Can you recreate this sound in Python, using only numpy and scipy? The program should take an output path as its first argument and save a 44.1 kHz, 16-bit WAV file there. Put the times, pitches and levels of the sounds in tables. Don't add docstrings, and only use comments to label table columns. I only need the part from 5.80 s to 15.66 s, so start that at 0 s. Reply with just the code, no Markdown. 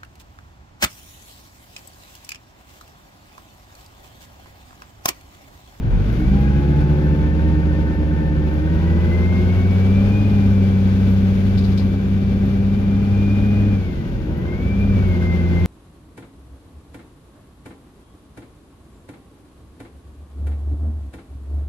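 import sys
import numpy as np
from scipy import signal
from scipy.fft import rfft, irfft
from scipy.io import wavfile
from scipy.ndimage import uniform_filter1d

SR = 44100
rng = np.random.default_rng(int(sys.argv[2]) if len(sys.argv) > 2 else 0)


def transcribe(u):
    v = np.clip(np.atleast_2d(u).T, -1, 1)
    q = np.round(v * 32767).astype(np.int16)
    wavfile.write(sys.argv[1], SR, q)


N = 434812
T = np.arange(N) / SR

# (time [s], level against full pull [dB])
LOAD = [(0.0, -15.5), (0.14, 0.3), (0.3, -1.5), (0.48, -0.6), (1.25, 0.8), (1.9, -0.4), (2.85, -1.5),
        (3.1, 1.8), (4.5, -1), (5.7, -3), (6.2, -6), (7.1, -5.5), (7.9, -1.5), (8.25, -17), (8.8, -11),
        (9.15, -1), (9.86, -1.1)]
# (frequency [Hz], likeness [0-1], left's lead [rad], left minus right [dB])
STEREO = [(45, 1, -0.94, 0.5), (74, 0.9, 0.63, -3.5), (87, 0.88, 0.94, 0.5), (96, 1, 0.54, 1.1),
          (190, 0.99, 0.19, 1), (300, 0.95, 0.09, 2.5), (450, 0.47, 0.44, 1.5), (556, 0.1, 1, 4.5),
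          (1190, 0.1, 1.5, 2.5), (1600, 0.66, 2.5, 1.5), (2500, 0.2, 1, 6), (4150, 0, 0, 10),
          (8000, 0.43, 2.5, 4), (15000, 0.4, -2, 3)]


def drone(firings, hz, firing_db=-22.0, octave_db=-25.5):
    # (frequency [Hz], width [Hz], lift [dB])
    booms = [(42.6, 5.4, 7.5), (66, 6, 5), (96.4, 36, 5.5), (145, 12, 6.5), (149.9, 5.2, -10),
             (198, 15.4, 10.5), (307, 14, 10.5), (356.4, 27, 6.5), (552, 66, 6.5), (856, 220, 6.5),
             (1110, 390, -4)]
    # (multiple of the firing rate, level [dB], change per octave of revs [dB], boom strength [factor])
    overtones = [(0.6667, -40, -7, 2.5), (2.2, -30, -11, .1), (2.6667, -39, -12, .3), (2.75, -34.5, 19, .3),
                 (3, -41, -24, 1.4), (4, -41, -12, .9), (4.125, -42, -16, .4), (4.3333, -46, 3, .3),
                 (5, -49, -14, 1.8), (5.3333, -49, -6, .6), (5.6667, -49, 10, .7), (6, -48, -13, .6),
                 (7, -52, -12, 1), (7.3333, -57, -22, 1), (8, -52, 10, 1), (10, -59, -8, 1),
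                 (11, -60, -12, .6), (12, -51, -7, 1), (30, -65, -14, 0)]
    load_db, = curves(LOAD)
    coasting, revs, labouring = engine_state(hz)
    rev_change = abs(uniform_filter1d(np.gradient(hz, T), size=6000))
    dip_db = -5 * uniform_filter1d(np.tanh(rev_change / 30), size=12000)
    out = tone(firings, hz, firing_db + load_db + lift(booms, hz), flutter=0.088, flutter_hz=2.0)
    level_db = octave_db + load_db + lift(booms, 2 * hz) + dip_db
    out += tone(2 * firings, 2 * hz, level_db, flutter=0.081, flutter_hz=9.3)
    effort_db = 0.8 - 12 * coasting - 8 * labouring
    for multiple, db, rise_db, strength in overtones:
        boom_db = strength * np.interp(T, T[::100], lift(booms, multiple * hz[::100]))
        level_db = db + rise_db * revs + effort_db + boom_db
        shake = min(.22 + .018 * multiple, .8)
        cycles = multiple * firings + rng.random()
        out += tone(cycles, multiple * hz, level_db, flutter=shake, flutter_hz=3 + .45 * multiple)
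    return out


def knock(firings, cylinders=6, ring_s=0.089, jitter_s=.00007, uneven_db=1.2):
    fired_s = T[1:][np.diff(np.floor(firings)) > 0]
    slip, force = rng.standard_normal((len(fired_s), 2)).T
    at = np.clip((fired_s + jitter_s * slip) * SR, 0, N - 1).astype(int)
    t, out = T[:SR // 6], np.zeros((2, N))
    for cylinder in range(cylinders):
        blows = np.zeros(N)
        blows[at[cylinder::cylinders]] = amp(uneven_db * force[cylinder::cylinders])
        ring = rng.standard_normal((2, len(t))) * amp(-60 * t / ring_s)
        out += signal.oaconvolve(blows[None], ring, axes=1)[:, :N]
    return unit(out)


def valves(firings, hz, tight_db=-8, uneven_db=3, fade_above_hz=88):
    # (pitch [Hz], level [dB], time to fade by 60 dB [s])
    cover = [(1515, -2, 0.073), (1562, 0.5, 0.049), (1560, -8.5, 0.098)]
    at = np.flatnonzero(np.diff(np.floor(firings)) > 0)
    force, slip = rng.standard_normal((len(at), 2)).T
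    is_tight = np.arange(len(at)) % 6 > 0
    taps = np.zeros(N)
    taps[np.clip(at + (20 * slip).astype(int), 0, N - 1)] = amp(uneven_db * force + tight_db * is_tight)
    t = T[:SR // 4]
    lag, side = np.array([[0], [2.1]]), np.array([[1], [.7]])
    ring = sum(amp(db - 60 * t / fade_s) * np.sin(2 * np.pi * (pitch * t + rng.random()) - lag)
               for pitch, db, fade_s in cover)
    ring = side * ring * (1 - np.exp(-t / 0.0037))
    coasting = engine_state(hz)[0]
    level_db = -44 - 10 * coasting - .5 * np.maximum(hz - fade_above_hz, 0)
    return unit(signal.oaconvolve(taps[None], ring, axes=1)[:, :N]) * amp(level_db)


def gears(firings, hz, coarse=24, fine=36, swell_db=0.7):
    # (time [s], level [dB])
    whine = [(.15, -62), (.5, -44), (1.05, -49), (1.45, -44), (2.6, -45), (3.0, -50), (3.36, -38),
             (3.9, -45), (4.35, -41.5), (5, -54), (6.8, -55), (7.55, -43), (8.15, -49), (8.42, -64),
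             (8.66, -44.5), (9.05, -42), (9.25, -44), (9.45, -38.5), (9.86, -38.5)]
    # (frequency [Hz], width [Hz], lift [dB])
    housing = [(2260, 480, 19)]
    crank = 2 * np.pi * firings / 3
    sway = .4 * (np.sin(crank) + np.sin(crank / 2)) / (2 * np.pi)
    out = tone(coarse * firings + sway, coarse * hz, curves(whine)[0], flutter=.45, flutter_hz=24)
    fine_db = -67 + lift(housing, fine * hz)
    out += tone(fine * firings + sway, fine * hz, fine_db, flutter=0.89, flutter_hz=41)
    return out * amp(swell_db * wander(7))


def cabin(firings, firing_hz, throb=0.057, shimmer_db=0.8):
    # (frequency [Hz], share [0-1])
    knock_share = [(130, .05), (300, .45), (550, .42), (850, .2), (1500, .2), (7000, .12)]
    # (frequency [Hz], level in a 1 Hz band [dB])
    colour = [(15, -71), (40, -49.5), (100, -49), (190, -48), (300, -56), (450, -60), (700, -68),
              (1200, -73.5), (2600, -78), (4700, -87), (6700, -92.5), (7800, -101.6), (12000, -99),
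              (15500, -103.6)]
    # (frequency [Hz], width [Hz], lift [dB])
    panels = [(73, 5, 1), (473, 55, 0.5), (564, 12, 2), (736, 50, -7.5), (774, 18, 6), (780, 260, 1.5),
              (1070, 280, -2), (1558, 95, 6.5), (2335, 220, 2.5), (3460, 580, 2.5), (4550, 250, 2.5)]
    rush = rng.standard_normal((2, N)) * (1 + throb * np.cos(2 * np.pi * firings))
    rush = unit(rush * amp(shimmer_db * wander(22)))
    frames = dict(fs=SR, nperseg=4096, noverlap=3072)
    hz, t, (rushing, knocking) = signal.stft(np.array([rush, knock(firings)]), **frames)
    share = spectra(knock_share, hz)[0][:, None]
    left, other = np.sqrt(1 - share) * rushing + np.sqrt(share) * knocking
    same, lead, tilt_db = (c[:, None] for c in spectra(STEREO, hz))
    right = (same * left + np.sqrt(1 - same ** 2) * other) * np.exp(-1j * lead)
    pair = np.array([left * amp(tilt_db), right]) * np.sqrt(2 / (1 + amp(tilt_db) ** 2))
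    colour_db = spectra(colour, hz)[0] + lift(panels, hz)
    pair *= amp(colour_db[:, None] + noise_swell(firing_hz, hz, t)) * np.sqrt(SR / 2)
    return signal.istft(pair, **frames)[1][:, :N]


def noise_swell(firing_hz, hz, t, hiss_hz=4000):
    # (centre [Hz], lift at full pull [dB], change when coasting [dB],
    # change per octave of revs [dB], change per octave of labouring [dB])
    bands = [(50, 2.5, 3.5, -2, 7.5), (203, -0.35, 1, 0.5, 0), (900, 1.7, -7.5, 1, 0.5)]
    # (time [s], lift [dB], half-length [s])
    bumps = [(.16, 2, 0.12), (0.517, -6, 0.07), (1.1, 4, .1), (4.498, 5, .3), (5.767, 11, 0.058),
             (9.164, 10.5, 0.15)]
    # (time [s], lift [dB])
    hiss = [(0, -7.5), (.35, 1), (.6, -1), (2.5, -4), (3.6, 1.5), (5.75, 1.5), (6.15, -1.3), (7.1, -2),
            (7.6, 0), (8.15, -2.5), (8.55, -5.5), (9.25, 0), (9.86, 0)]
    coasting, revs, labouring = engine_state(np.interp(t, T, firing_hz), t)
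    rumble, drumming, clatter = (db + coast_db * coasting + rise_db * revs + labour_db * labouring
                                 for _, db, coast_db, rise_db, labour_db in bands)
    rumble += sum(db * np.exp(-((t - s) / length) ** 2) for s, db, length in bumps)
    levels = [rumble, drumming, clatter, curves(hiss, t)[0]]
    centres = np.log([band[0] for band in bands] + [hiss_hz])
    blends = [np.interp(np.log(hz + 1), centres, band) for band in np.eye(len(levels))]
    return sum(np.outer(blend, level) for blend, level in zip(blends, levels))


def fittings():
    # (start [s], level [dB], length [s])
    chatter = [(5.774, -41, .06), (5.838, -45, .07), (5.916, -48, .03), (5.974, -37, .045)]
    ticks = [(.318, -54, .04), (.39, -56, .04), (.6, -54, .04), (1.238, -59, .03), (2.73, -59, .05),
             (3.324, -56, 0.027), (5.297, -56, .09), (6.655, -53, .025), (7.66, -60, .04), (8.11, -60, .04),
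             (8.57, -54, .03), (9, -58, .03), (9.277, -54, .035)]
    # (frequency [Hz], level [dB])
    chatter_colour = [(1500, -30), (3200, -6), (3800, -1), (4900, 0), (5600, -11), (8000, -24),
                      (12000, -26), (16000, -30)]
    tick_colour = [(2000, -16), (5000, 5), (8000, -24), (11500, 13), (16000, 1)]
    return rattle(chatter, chatter_colour, left_db=15.0) + rattle(ticks, tick_colour, left_db=10.0)


def rattle(bursts, colour, left_db, rise_s=.003, grit_db=1.2):
    envelope = np.zeros(N)
    for start, db, length in bursts:
        age = np.maximum(T - start, 0)
        envelope += amp(db) * (1 - np.exp(-age / rise_s)) * np.exp(-2 * age / length)
    gain = amp(spectra(colour, np.fft.rfftfreq(N, 1 / SR))[0])
    grains = rng.standard_normal((2, N)) * amp(grit_db * wander(250))
    return unit(irfft(rfft(grains) * gain, N)) * envelope * amp([[left_db / 2], [-left_db / 2]])


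def turbo():
    # (time [s], pitch [Hz], level [dB])
    cruising = [(4.6, 9700, -93), (4.9, 10300, -84), (5.5, 11100, -75), (5.9, 11350, -74),
                (7.3, 10970, -84), (7.8, 11130, -81), (8, 10900, -90), (8.3, 8500, -76)]
    slowing = [(8.2, 15800, -84), (8.35, 13900, -78), (8.55, 12400, -75), (8.75, 12000, -79),
               (9, 12000, -78), (9.2, 12500, -82)]
    out = np.zeros((2, N))
    for whistle in (cruising, slowing):
        hz, db = curves(whistle)
        sounding = (T > whistle[0][0]) & (T < whistle[-1][0])
        out += sounding * tone(np.cumsum(hz) / SR, hz, db, flutter=.8, flutter_hz=30)
    return out


def engine_state(hz, t=T, cruise_hz=90.3, labour_hz=66.8, racing_hz_per_s=74):
    speeding_up = np.maximum(np.gradient(hz, t), 0) / racing_hz_per_s
    coasting = (1 - amp(curves(LOAD, t)[0])) * np.exp(-speeding_up)
    revs = np.log2(np.maximum(hz, labour_hz) / cruise_hz)
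    labouring = np.log2(np.maximum(labour_hz / hz, 1))
    return coasting, revs, labouring


def tone(cycles, hz, db, flutter, flutter_hz):
    same, lead, tilt_db = (np.interp(T, T[::100], c) for c in spectra(STEREO, hz[::100]))
    shared, own = (wander(flutter_hz) + 1j * wander(flutter_hz) for _ in range(2))
    right_waver = same * shared + np.sqrt(1 - same ** 2) * own
    left = (1 + flutter * shared) * amp(tilt_db / 2)
    right = (1 + flutter * right_waver) * amp(-tilt_db / 2) * np.exp(-1j * lead)
    wave = (np.array([left, right]) * np.exp(2j * np.pi * cycles)).real
    return amp(db) * np.sqrt(2 / (1 + 2 * flutter ** 2)) * wave


def wander(rate):
    hz = np.fft.rfftfreq(8192, 1 / 800)
    slow = irfft(rfft(rng.standard_normal(8192)) * np.exp(-(hz / rate) ** 2))
    return np.interp(T, np.arange(len(slow)) / 800, unit(slow))


def lift(peaks, hz):
    return sum(db / (1 + (2 * (hz - centre) / width) ** 2) for centre, width, db in peaks)


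def curves(table, t=T):
    times, *columns = np.transpose(table)
    return [np.interp(t, times, c) for c in columns]


def spectra(table, hz):
    points, *columns = np.transpose(table)
    return [np.interp(np.log(hz + 1), np.log(points + 1), c) for c in columns]


def amp(db):
    return 10 ** (np.asarray(db) / 20)


def unit(x):
    return x / np.sqrt(np.mean(x ** 2) + 1e-20)


def scene():
    # (time [s], firing rate [Hz])
    speed = [(0.0, 35.7), (0.15, 41.9), (0.33, 57.7), (0.57, 67.5), (0.96, 71.5), (1.76, 75.6),
             (2.67, 73.8), (3.4, 86.5), (3.99, 94.9), (4.39, 102.6), (4.73, 98.2), (4.97, 96.5),
             (6.15, 97.1), (6.92, 98.8), (7.9, 102.4), (8.22, 81.7), (8.46, 75.8), (8.87, 96.1),
             (9.06, 100.7), (9.36, 88.2), (9.56, 86.2), (9.86, 87.1)]
    hz = uniform_filter1d(curves(speed)[0], size=4851, mode="nearest")
    firings = np.cumsum(hz) / SR
    engine = drone(firings, hz) + gears(firings, hz) + valves(firings, hz) + turbo()
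    return engine + fittings() + cabin(firings, hz)


def record(dry, edge_hz=15750):
    low_pass = signal.firwin(611, edge_hz, window=("kaiser", 9), fs=SR)
    return signal.oaconvolve(dry, low_pass[None], "same")


dry = scene()
out = record(dry)
transcribe(out)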